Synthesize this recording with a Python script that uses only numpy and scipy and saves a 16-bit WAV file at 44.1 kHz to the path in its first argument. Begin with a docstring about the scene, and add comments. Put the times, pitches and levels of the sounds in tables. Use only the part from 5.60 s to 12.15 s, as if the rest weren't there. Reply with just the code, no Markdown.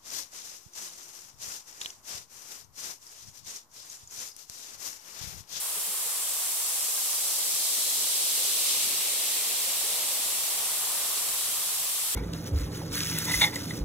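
"""A bath bomb fizzes in a glass dish while water is poured over it, heard close up in stereo.
Swarms of tiny bubble bursts make the hiss and the crackling foam, whose voice sinks as it thickens.
Larger bubbles ring as a burble, higher as the stream runs on, over a low churning that gulps as it lands.
A few single pops and soft knocks, made of decaying tones, stand above a faint rumble of filtered noise."""
import sys
import numpy as np
from scipy import signal
from scipy.fft import rfft, irfft
from scipy.io import wavfile
from scipy.ndimage import uniform_filter1d

SR = 44100
rng = np.random.default_rng(int(sys.argv[2]) if len(sys.argv) > 2 else 0)


def write(x):
    x = np.atleast_2d(x).T
    wavfile.write(sys.argv[1], SR, np.round(np.clip(x, -1, 1) * 32767).astype(np.int16))


N = 288850
FRAME_S = np.arange(N // 256 + 8) * 256 / SR
BIN_HZ = np.fft.rfftfreq(1024, 1 / SR)[:, None]

# relative spectrum of the finest bubbles' hiss: freq_hz, density_db (dB per Hz)
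FIZZ_SPECTRUM = [(900, -27.5), (1500, -20), (2200, -12), (3200, -5.5), (4100, -7.5), (5600, -5.5),
                 (6600, -6.5), (7400, -0.6), (8300, -1.5), (9300, 0.4), (10300, -2.2), (12000, -2),
                 (13500, -4), (15700, -10)]
# relative colour of the foam in the dish: freq_hz, density_db (dB per Hz)
FOAM_SPECTRUM = [(2000, -7.5), (3000, -2.5), (4000, 0), (4800, -2.3), (5700, -0.5), (6700, -1.5),
                 (8000, 1.9), (11000, -9), (15000, -18)]
# relative colour of the water in the dish: freq_hz, density_db (dB per Hz)
WATER_SPECTRUM = [(100, -28), (235, -14.5), (300, -15.5), (380, -5.5), (500, -2.5), (750, -0.6),
                  (850, -0.8), (1150, 1.4), (1500, -5), (2000, -5), (3000, -26), (6000, -40)]
# relative colour of the churning: freq_hz, density_db (dB per Hz)
CHURN_SPECTRUM = [(40.0, -13.5), (70, -5), (100, -1.5), (150, -6), (230, -1.5), (300, -2.5), (380, 4.5),
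                  (550, -9), (1000, -35.0)]
# head of foam, building up and then washed down by the stream: time_s, height (0-1)
FOAM_HEIGHT = [(0, 0), (1.1, 0.39), (2.2, 0.77), (3.1, 1), (4.3, 0.69), (5.3, .33), (6.55, 0.2)]
# brief surges of the crackle: centre_s, gain_db, half_length_s
CRACKLE_SURGES = [(2.05, 1.5, .1), (3.098, 2.8, .05), (3.23, 2.5, .035), (5.58, 3, 0.027), (5.83, 2.5, .06)]
# swells as the stream drives air under: centre_s, gain_db, half_length_s, extra_emphasis_db (favoured pitch)
GURGLE_SWELLS = [(3.4, 1.2, 0.63, -0.5), (4.35, 2.6, 0.33, 1.5), (5.35, 4, 0.67, -1)]
# sharp single pops: start_s, peak_db (in the mid), pitch_hz
SINGLE_POPS = [(0.6954, -20, 9290), (2.183, -20, 7610), (2.8414, -23, 8070), (3.2374, -17, 8460),
               (5.5786, -21, 4370)]
# faint knocks and clinks nearby: start_s, level_db, pitch_hz, t60_s
NEARBY_KNOCKS = [(.166, -44, 430, 0.085), (.172, -58, 170, .1), (0.276, -51, 196, 0.12),
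                 (.283, -49, 450, .1), (.463, -45, 490, .07), (0.709, -50, 520, .06),
                 (1.374, -47, 1600, .14), (1.379, -47, 1020, .14), (1.94, -61, 130, 0.16),
                 (3.278, -48, 340, .07), (5.885, -51, 220, 0.11)]
# relative spectrum of the room rumble: freq_hz, density_db (dB per Hz)
RUMBLE_SPECTRUM = [(10, -15), (25, -2), (42, 4), (52, -15), (80, -18), (200, -24), (1000, -45)]
# stereo width of the bubble swarms: freq_hz, side_minus_mid_db
SWARM_WIDTH = [(30.0, -12.8), (70, -9), (300, -16.5), (700, -15.9), (1150, -12.6), (1500, -6.5),
               (2100, -3.5), (2550, -6.5), (3400, -1.6), (4200, 0.5), (5000, 0.4), (6200, 1), (7800, -0.5),
               (15000, -0.7)]

# the stream lands in the dish and takes a moment to reach full flow
POUR_S, POUR_RISE_S = 3.18, 0.2
# hiss: level with no foam, gain under a full head, share of that gain left under the stream, lift from the stream
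FIZZ_DB, FIZZ_HEAD_DB, FIZZ_WET_SHARE, FIZZ_POUR_DB = -33, 3.5, 0.2, 1.5
# the reaction is still picking up at first: starting offset, time constant of its fading
START_DB, START_S = -0.9, 0.4
# crackle: level of a full head, amplitude share left with no foam, damping by the stream
FOAM_DB, FOAM_THIN, FOAM_POUR_DB = -33.6, 0.25, -1.07
# the foam's largest bubbles grow and sink in pitch until they are ripe; then the stream breaks them up
FOAM_START_HZ, GROW_OCT_PER_S, RIPE_S, BREAK_OCT_PER_S = 8900, 0.6, 3.65, 0.13
# burbling: level in calm water, favoured pitch in open water, its drop under a full head
BURBLE_DB, BURBLE_HZ, BURBLE_DROP_OCT = -48.5, 1205, 1.56
# emphasis of the favoured pitch: in open water, added under a full head
CROWD_DB, CROWD_HEAD_DB = 1.8, 3.5
# churning: level with no foam, gain under a full head, level of the stream's own churning
CHURN_DB, CHURN_HEAD_DB, CHURN_POUR_DB = -78, 18.5, -65.5
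# its pitch in open water, rise under a full head, sinking as the dish fills
CHURN_HZ, CHURN_HEAD_OCT, FILL_OCT_PER_S = 200, 0.55, 0.25
# the gulp of the stream's first landing: centre, half length, gain, drop in pitch
GULP_S, GULP_HALF_S, GULP_DB, GULP_OCT = 3.23, 0.11, 3.5, 0.69
# room rumble: settled level, starting offset, time it takes to build, side relative to mid
RUMBLE_DB, RUMBLE_START_DB, RUMBLE_RISE_S, RUMBLE_SIDE_DB = -72.3, -7, 2.5, -12
# left minus right; upper edge of the whole sound
BALANCE_DB, EDGE_HZ = 0.2, 15800


def fizz():
    """Tiny gas bubbles burst in vast numbers: louder as the foam builds, steadier under the stream."""
    head_db = FIZZ_HEAD_DB * head()
    calm_db = FIZZ_DB + START_DB * np.exp(-FRAME_S / START_S)
    wet_db = FIZZ_POUR_DB + FIZZ_WET_SHARE * head_db
    level_db = calm_db + (1 - flow()) * head_db + flow() * wet_db
    bursts = swarm(2006, 15580, per_s=130000, cycles=4.8, spread_db=1.3, count=28)
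    return voiced(bursts, read(FIZZ_SPECTRUM, BIN_HZ), level_db)


def foam():
    """The foam crackles above the pitch of its largest bubbles, and hardly at all below."""
    grown_oct = GROW_OCT_PER_S * np.minimum(FRAME_S, RIPE_S)
    grown_oct -= BREAK_OCT_PER_S * (FRAME_S - RIPE_S).clip(0)
    octaves = np.log2(BIN_HZ.clip(1) / FOAM_START_HZ) + grown_oct
    # steep cut below the largest bubbles, gentle fall above
    sizes_db = -10 * np.log10(1 + 2 ** (-10.5 * octaves)) - 3 * octaves.clip(0)
    thickness = FOAM_THIN + (1 - FOAM_THIN) * head()
    level_db = FOAM_DB + 20 * np.log10(thickness) + FOAM_POUR_DB * flow()
    level_db += sum(db * hump(s, half_s) for s, db, half_s in CRACKLE_SURGES)
    bursts = swarm(1803, 13060, per_s=22000, cycles=9.3, spread_db=2.0, count=28)
    return voiced(bursts, read(FOAM_SPECTRUM, BIN_HZ) + sizes_db, level_db)


def burble():
    """Larger bubbles ring in the water, crowding round one pitch that is lower under more foam."""
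    favoured_hz = BURBLE_HZ * 2 ** (-BURBLE_DROP_OCT * head())
    crowd = np.exp(-(np.log2(BIN_HZ.clip(1) / favoured_hz) / 0.74) ** 2)
    emphasis_db = CROWD_DB + CROWD_HEAD_DB * head()
    level_db = np.full_like(FRAME_S, BURBLE_DB)
    for s, db, half_s, extra_db in GURGLE_SWELLS:
        swell = hump(s, half_s)
        emphasis_db += swell * extra_db
        level_db += swell * db
    rings = swarm(229.7, 2566, per_s=9000, cycles=3.25, spread_db=1.3)
    return voiced(rings, read(WATER_SPECTRUM, BIN_HZ) + emphasis_db * crowd, level_db)


def plunge():
    """Pockets of air wobble under the foam: a low flutter that gulps as the stream lands, then deepens."""
    gulp = hump(GULP_S, GULP_HALF_S)
    filled_oct = FILL_OCT_PER_S * (FRAME_S - POUR_S).clip(0)
    centre_hz = CHURN_HZ * 2 ** (CHURN_HEAD_OCT * head() - filled_oct - GULP_OCT * gulp)
    sizes_db = -5 * np.log2(BIN_HZ.clip(1) / centre_hz) ** 2
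    under_foam = gain_of(CHURN_DB + CHURN_HEAD_DB * head())
    under_stream = gain_of(CHURN_POUR_DB) * flow()
    level_db = 20 * np.log10(np.hypot(under_foam, under_stream)) + GULP_DB * gulp
    pockets = swarm(68.0, 495, per_s=500, cycles=1.46, spread_db=1.5, count=8)
    return voiced(pockets, read(CHURN_SPECTRUM, BIN_HZ) + sizes_db, level_db)


def pops():
    """Single bubbles ring out of the swarm as short decaying tones, a little off centre."""
    out = np.zeros(N)
    for s, db, hz in SINGLE_POPS:
        # 1 dB makes up for the decay before the first crest
        add(out, s, gain_of(db + 1.0) * bubble(hz, 2.4, 0.03))
    return np.array([out, 0.4 * out])


def knocks():
    """Each knock is a briefly ringing tone, smeared by the room into noise round its pitch."""
    out = np.zeros((2, N))
    t = np.arange(SR // 5) / SR
    for s, db, hz, t60 in NEARBY_KNOCKS:
        for channel, direct in zip(out, (1, 0.2)):  # mid, side
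            noise = rng.standard_normal(len(t))
            smear = evened(signal.fftconvolve(noise, bubble(hz, 3.3, 0))[:len(t)])
            ring = direct * np.sin(2 * np.pi * hz * t) + 0.53 * smear
            add(channel, s, gain_of(db - 60 * t / t60) * ring)
    return out


def rumble():
    """Low noise of the room, building up and then holding."""
    hz = np.fft.rfftfreq(N, 1 / SR)
    z = rfft(rng.standard_normal((2, N))) * gain_of(read(RUMBLE_SPECTRUM, hz))
    still_missing = (1 - (np.arange(N) / SR / RUMBLE_RISE_S) ** 2).clip(0)
    level_db = RUMBLE_DB + RUMBLE_START_DB * still_missing
    return evened(irfft(z, N)) * gain_of(level_db) * gain_of([[0], [RUMBLE_SIDE_DB]])


def head():
    """Height of the foam per frame."""
    return follow(FOAM_HEIGHT, FRAME_S)[0].clip(0)


def flow():
    """Flow of the stream per frame, 0-1."""
    return np.clip((FRAME_S - POUR_S) / POUR_RISE_S, 0, 1)


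def hump(s, half_s):
    """A smooth rise and fall around time s, 0-1 per frame."""
    return np.exp(-((FRAME_S - s) / half_s) ** 2)


def bubble(hz, cycles, rise):
    """A bubble falls to 1/e over some cycles, its pitch rising by a share as it nears the surface."""
    age = np.arange(int(5 * cycles * SR / hz) + 4) * hz / (cycles * SR)  # in decay times
    return np.exp(-age) * np.sin(2 * np.pi * cycles * (age + rise * age ** 2 / 2))


def swarm(low_hz, high_hz, per_s, cycles, spread_db, count=20):
    """Bubbles of many sizes born at random moments: (mid, side), with an even spectrum."""
    out = np.zeros((2, N))
    for hz in np.geomspace(low_hz, high_hz, count):
        born = rng.random((2, N), dtype=np.float32) < per_s / count / SR
        sizes = np.minimum(rng.standard_exponential((2, N), dtype=np.float32)[born], 4)
        births = np.zeros((2, N))
        births[born] = gain_of(spread_db * sizes) * (-1) ** np.arange(born.sum())  # alternating sign
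        rings = signal.oaconvolve(births, bubble(hz, cycles, 0.039)[None], axes=1)[:, :N]
        out += np.sqrt(hz) * evened(rings)
    return out


def voiced(pair, colour_db, level_db):
    """Flattens a (mid, side) pair, then gives it a colour, a level per frame and a stereo width."""
    z = signal.stft(pair, nperseg=1024, noverlap=768)[2]
    power = (abs(z) ** 2).mean((0, 2))
    z /= np.sqrt(uniform_filter1d(power, size=9))[:, None] + 1e-9
    colour = gain_of(colour_db + np.zeros_like(FRAME_S))
    colour *= gain_of(level_db) / np.sqrt(np.mean(colour ** 2, axis=0))
    z *= colour[:, :z.shape[2]] * np.sqrt(3 / 2 / 1024)  # window scaling, so the level is rms
    z[1] *= gain_of(read(SWARM_WIDTH, BIN_HZ))
    return signal.istft(z, nperseg=1024, noverlap=768)[1][:, :N]


def gain_of(db):
    """Decibels to amplitude."""
    return 10 ** (np.asarray(db) / 20)


def evened(x):
    """Scales to rms 1."""
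    return x / np.sqrt(np.mean(x ** 2) + 1e-20)


def read(points, hz):
    """A spectrum table on a log-frequency axis."""
    f, value = np.transpose(points)
    return np.interp(np.log(hz + 1), np.log(f + 1), value)


def follow(rows, t):
    """The columns of a curve at times t."""
    s, *columns = np.transpose(rows)
    return [np.interp(t, s, c) for c in columns]


def add(mix, s, sound):
    """Mixes a sound in at time s."""
    part = mix[max(round(s * SR), 0):][:len(sound)]
    part += sound[:len(part)]


def scene():
    """All layers, spread from mid and side to left and right."""
    mid, side = fizz() + foam() + burble() + plunge() + pops() + knocks() + rumble()
    pair = np.array([mid + side, mid - side])
    # each side also hears the other half a millisecond late, which ripples the hiss
    echo = np.pad(pair[::-1], ((0, 0), (round(0.00051 * SR), 0)))[:, :N]
    return (pair + 0.067 * echo) * gain_of([[BALANCE_DB / 2], [-BALANCE_DB / 2]])


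def record(dry):
    """A steep low-pass takes away the treble above the upper edge."""
    lowpass = signal.firwin(511, EDGE_HZ, window=("kaiser", 9), fs=SR)
    return signal.oaconvolve(dry, lowpass[None], "same")


dry = scene()
out = record(dry)
write(out)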